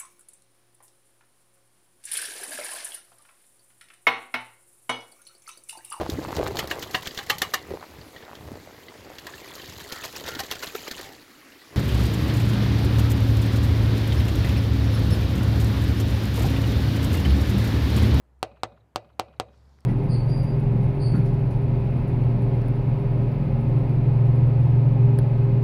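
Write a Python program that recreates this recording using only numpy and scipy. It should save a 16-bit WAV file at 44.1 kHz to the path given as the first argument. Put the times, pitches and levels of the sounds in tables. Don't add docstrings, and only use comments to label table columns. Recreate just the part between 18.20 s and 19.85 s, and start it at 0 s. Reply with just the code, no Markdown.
import sys
import numpy as np
from scipy import signal
from scipy.fft import rfft, irfft, next_fast_len
from scipy.io import wavfile
from scipy.ndimage import uniform_filter1d, map_coordinates

SR = 44100
rng = np.random.default_rng(int(sys.argv[2]) if len(sys.argv) > 2 else 0)


def rack_gain(trim_db):
    fader = np.asarray(trim_db, float)
    return 10 ** (fader / 20)


def bounce(signal):
    frames = np.transpose(np.atleast_2d(signal))
    limited = np.clip(frames, -1, 1)
    pcm = np.round(limited * 32767).astype(np.int16)
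    wavfile.write(sys.argv[1], SR, pcm)


N = 72765
T = np.arange(SR // 2) / SR
RISE_S = 0.00013
LATE = T - RISE_S


def unit(x):
    return x / np.sqrt(np.mean(x ** 2) + 1e-20)


def along(points, hz):
    f, v = np.transpose(points)
    return np.interp(np.log(hz + 1), np.log(f + 1), v)


def curves(rows):
    s, *columns = np.transpose(rows)
    return [np.interp(np.arange(N) / SR, s, column) for column in columns]


def wobble(rate):
    knots = rng.standard_normal(int(N / SR * 60) + 8)
    return map_coordinates(knots, [np.arange(N) * min(rate, 60) / SR])


def fade(t60, t=T):
    return rack_gain(-60 * t / t60)


def band(x, hz, width):
    return signal.lfilter(*signal.iirpeak(hz, 1 / np.clip(width, 0.02, 2), SR), x)


def coloured(x, points):
    size = next_fast_len(len(x) + 8192)
    hz = np.fft.rfftfreq(size, 1 / SR)
    return irfft(rfft(x, size) * rack_gain(along(points, hz)), size)[:len(x)]


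def rush(spectrum, patchy_db):
    z = signal.stft(rng.standard_normal(N + 512), nperseg=512)[2]
    patches = uniform_filter1d(rng.standard_normal(z.shape), 6, 0)
    patches = uniform_filter1d(patches, 10, 1)
    noise = signal.istft(z * rack_gain(patchy_db * unit(patches)), nperseg=512)[1][:N]
    return unit(coloured(noise, spectrum))


def dying(t60s):
    hz, t, z = signal.stft(rng.standard_normal(SR // 2), SR, nperseg=128)
    decay = rack_gain(-60 * t / along(t60s, hz)[:, None])
    return signal.istft(z * decay, SR, nperseg=128)[1][:SR // 2]


def add(track, s, sound):
    part = track[round(s * SR):][:len(sound)]
    part += sound[:len(part)]


# pitch_hz, level_db, t60_s
FACE_MODES = [(4120, 1.5, 0.0027), (5440, -7, 0.0013), (8730, -4, 0.0038), (11720, -16.5, 0.0045)]


def mallet_contact(click_hz, click_db, fizz_db):
    thud_hz, thud_db, contact_s = 1031, 2, 0.00135
    squash, squash_s = 0.55, 0.0004
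    thud = rack_gain(thud_db) * np.cos(2 * np.pi * thud_hz * LATE) * np.exp(-(T / contact_s) ** 3)
    thud = thud * (1 - squash * np.exp(-(T / squash_s) ** 2))

    click = fade(0.004) * np.cos(2 * np.pi * click_hz * LATE)
    for (hz, db, t60), z in zip(FACE_MODES, rng.standard_normal(len(FACE_MODES))):
        click = click + rack_gain(db + 2 * z) * fade(t60) * np.cos(2 * np.pi * hz * (1 + 0.05 * z) * LATE)

    fizz = rack_gain(-23.5 + fizz_db) * fade(0.0056) * band(rng.standard_normal(len(T)), 7000, 1)
    onset = np.sin(np.pi / 2 * np.minimum(T / RISE_S, 1)) ** 2
    return onset * (thud + rack_gain(-4.5 + click_db) * click + fizz)


def mode(hz, db, t60):
    return -rack_gain(db) * fade(t60) * np.sin(2 * np.pi * hz * LATE)


# pitch_hz, level_db, t60_s
CASTING_MODES = [(110.5, -6, 0.23), (148, -4.5, 0.055), (249, -8, 0.096), (335.4, -2.5, 0.099),
                 (427.3, 1.5, 0.07), (492.7, -6, 0.098), (535, 1, 0.04), (589.5, -1, 0.088),
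                 (643.4, -10.5, 0.25), (743.4, 9, 0.063), (893, -27, .04), (1056, -12.5, .06),
                 (1170, 0, .035), (1333, -7.5, .05)]


def casting():
    scatter_db = 1.2
    return sum(mode(hz, db + scatter_db * rng.standard_normal(), t60) for hz, db, t60 in CASTING_MODES)


SHAFT_HZ = [1995, 2490, 2700, 3850, 4050, 5480, 6400]
# level_db, t60_s
SHAFT_DECAY = [(-24, 0.16), (-31, .36), (-9, .035), (-37, 0.42), (-23, 0.089), (-29, .06), (-21.5, 0.07)]


def loose_shaft():
    rattle_db, rattle_rate = 3, 55
    return sum(mode(hz, db + rattle_db * wobble(rattle_rate)[:len(T)], t60)
               for hz, (db, t60) in zip(SHAFT_HZ, SHAFT_DECAY))


# pitch_hz, level_db (per Hz)
BUZZ_COLOUR = [(150, -48), (500, -10.5), (900, -8.5), (1900, -17), (3600, -16), (7800, -26), (12500, -47),
               (16500, -71)]
# pitch_hz, t60_s
BUZZ_T60 = [(200, 0.27), (800, 0.093), (2500, 0.065), (6000, 0.044), (14000, .045)]


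def buzz():
    noise = coloured(dying(BUZZ_T60), BUZZ_COLOUR)
    return noise / np.sqrt(np.mean(noise[:SR // 100] ** 2))


TAP_S = [.22903, .43404, .75964, .99660, 1.19923]
# level_db, click_hz, click_db, fizz_db, ring_db
TAPS = [
    (-12.5, 2800, 1.5, -9, -3),
    (-13, 3800, -1, -11.5, -3),
    (-14.5, 3050, 0.5, -3, -2.5),
    (-12.5, 3020, 2, 12.5, -3),
    (-19, 3330, 5, 14, 3.5),
]
# level_db, pitch_hz, t60_s
GRAZE = (-38, 850, .009)


def taps():
    blows, rings = np.zeros(N), np.zeros(N)
    ring_rise = 1 - np.exp(-T / 0.00014)
    for s, (db, click_hz, click_db, fizz_db, ring_db) in zip(TAP_S, TAPS):
        add(blows, s, rack_gain(db) * mallet_contact(click_hz, click_db, fizz_db))
        ring = rack_gain(-17) * (casting() + loose_shaft()) + rack_gain(-20) * buzz()
        add(rings, s, rack_gain(db + ring_db) * ring_rise * ring)
    db, hz, t60 = GRAZE
    graze = np.sin(2 * np.pi * hz * T) + 0.15 * rng.standard_normal(len(T))
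    add(rings, 0.9933, -rack_gain(db) * fade(t60) * graze)
    return blows, rings


# delay_s, smear_s, centre_hz, width (over centre)
ECHOES = [(.0077, .001, 900, 2), (.0205, .003, 2500, 1.5), (.0865, .005, 1400, .7), (.0875, .007, 3700, .4),
          (.088, .02, 170, .3), (.132, .008, 2300, .6), (.142, .007, 1700, .9), (.14, .025, 112, .2),
          (.172, .008, 3900, .15)]
ECHO_DB = [-37, -37.5, -48.5, -50.5, -25.5, -48.5, -43.5, -33, -55]
# pitch_hz, t60_s
YARD_T60 = [(150, 1), (600, 0.22), (2000, 0.83), (5000, 0.28), (12000, 0.078)]
# pitch_hz, level_db
YARD_COLOUR = [(100, -5.5), (200, 5), (650, 18.5), (1100, -11.5), (2500, 3), (3200, -16.5), (3900, -5.5),
               (9000, -9)]


def yard(x):
    response, t = np.zeros(SR // 2), np.arange(SR // 10) / SR
    for db, (delay, smear, hz, width) in zip(ECHO_DB, ECHOES):
        burst = rng.standard_normal(len(t)) * t * np.exp(-2 * t / smear)
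        burst = band(band(burst, hz, width), hz, width)
        add(response, delay - smear / 2, rack_gain(db) * burst / np.linalg.norm(burst))
    tail = coloured(dying(YARD_T60), YARD_COLOUR)
    add(response, 0.018, rack_gain(-26.5) * tail / np.linalg.norm(tail))
    return signal.fftconvolve(x, response)[:N]


TICK_S = [.1925, 1.3775, 1.4545, 1.4925, 1.5878, 1.606, 1.6058, 1.6062, 1.6168, 1.164]
# level_db, pitch_hz, width (over pitch)
TICKS = [(-70, 8400, 0.2), (-68.5, 8400, 0.14), (-64, 4500, 0.201), (-65, 5500, 0.11), (-54, 1700, 1),
         (-59, 7900, 0.32), (-59.5, 5200, 0.11), (-53, 22000, 0.68), (-66, 3400, 0.45), (-73.5, 5000, 0.1)]


def ticks():
    out, t = np.zeros(N), np.arange(SR // 30) / SR
    for s, (db, hz, width) in zip(TICK_S, TICKS):
        snap = rng.standard_normal(len(t)) * np.exp(-t / 0.0008)
        snap = band(band(snap, hz, width), hz, width)
        add(out, s, rack_gain(db) * snap / np.abs(snap).max())
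    return out


# pitch_hz, level_db (per Hz)
CLOTH = [(1200, -1.5), (2500, -9), (4500, 4), (6000, -2.5), (9000, -13.5), (15000, -34)]
# start_s, level_db
SLEEVE = [(0, -96), (1.2, -111.5), (1.33, -78.5), (1.45, -74), (1.65, -77.5)]


def sleeve():
    return rack_gain(curves(SLEEVE)[0] + 1.39 * wobble(21)) * rush(CLOTH, patchy_db=2.0)


# start_s, pitch_hz, level_db
ENGINE = [(0, 59.8, -56.5), (.2, 64.8, -52.5), (.5, 63, -55), (.7, 65.8, -64.5), (.95, 67.33, -57),
          (1.2, 67.6, -54.5), (1.5, 68, -50), (1.65, 71, -56)]


def engine():
    hz, db = curves(ENGINE)
    turn = 2 * np.pi * np.cumsum(hz) / SR
    level = np.sqrt(2) * rack_gain(db + 0.5 * wobble(10))
    second = rack_gain(-23 + 3.7 * wobble(4.6)) * np.sin(2 * turn)
    return level * (np.sin(turn) + second)


# pitch_hz, level_db (per Hz)
WASH = [(20, -9), (45, -10), (130, -8), (250, -18), (950, -23.5), (1700, -31.5), (5000, -50.5),
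        (15000, -51)]
# start_s, level_db
WASH_LEVEL = [(0, -63), (.2, -65), (.7, -63.5), (1.2, -63.5), (1.65, -61)]


def traffic():
    return rack_gain(curves(WASH_LEVEL)[0] + 0.8 * wobble(8)) * rush(WASH, patchy_db=1.1)


# pitch_hz, level_db (per Hz)
HISS = [(500, 5), (1500, -6), (6000, -1), (14500, -13.5), (16000, -22)]


def hiss():
    return rack_gain(-88.5) * rush(HISS, patchy_db=-4.5)


def scene():
    blows, rings = taps()
    direct = blows + rings
    reflected = yard(blows + 0.26 * rings)
    return (direct + reflected + ticks() + engine() + traffic() + sleeve())[None]


def roll_off(x):
    return signal.sosfilt(signal.butter(12, 16830, fs=SR, output="sos"), x)


def record(dry):
    x = dry + hiss()
    x = signal.sosfilt(signal.butter(2, 79, 'high', fs=SR, output='sos'), x)
    x = signal.sosfilt(signal.butter(4, 14500, fs=SR, output='sos'), x)
    clip_top, hardness = 0.28, 10
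    x = x / (1 + np.abs(x / clip_top) ** hardness) ** (1 / hardness)
    x = signal.sosfilt(signal.butter(8, 15600, fs=SR, output='sos'), x)
    return roll_off(x)


dry = scene()
out = record(dry)
bounce(out)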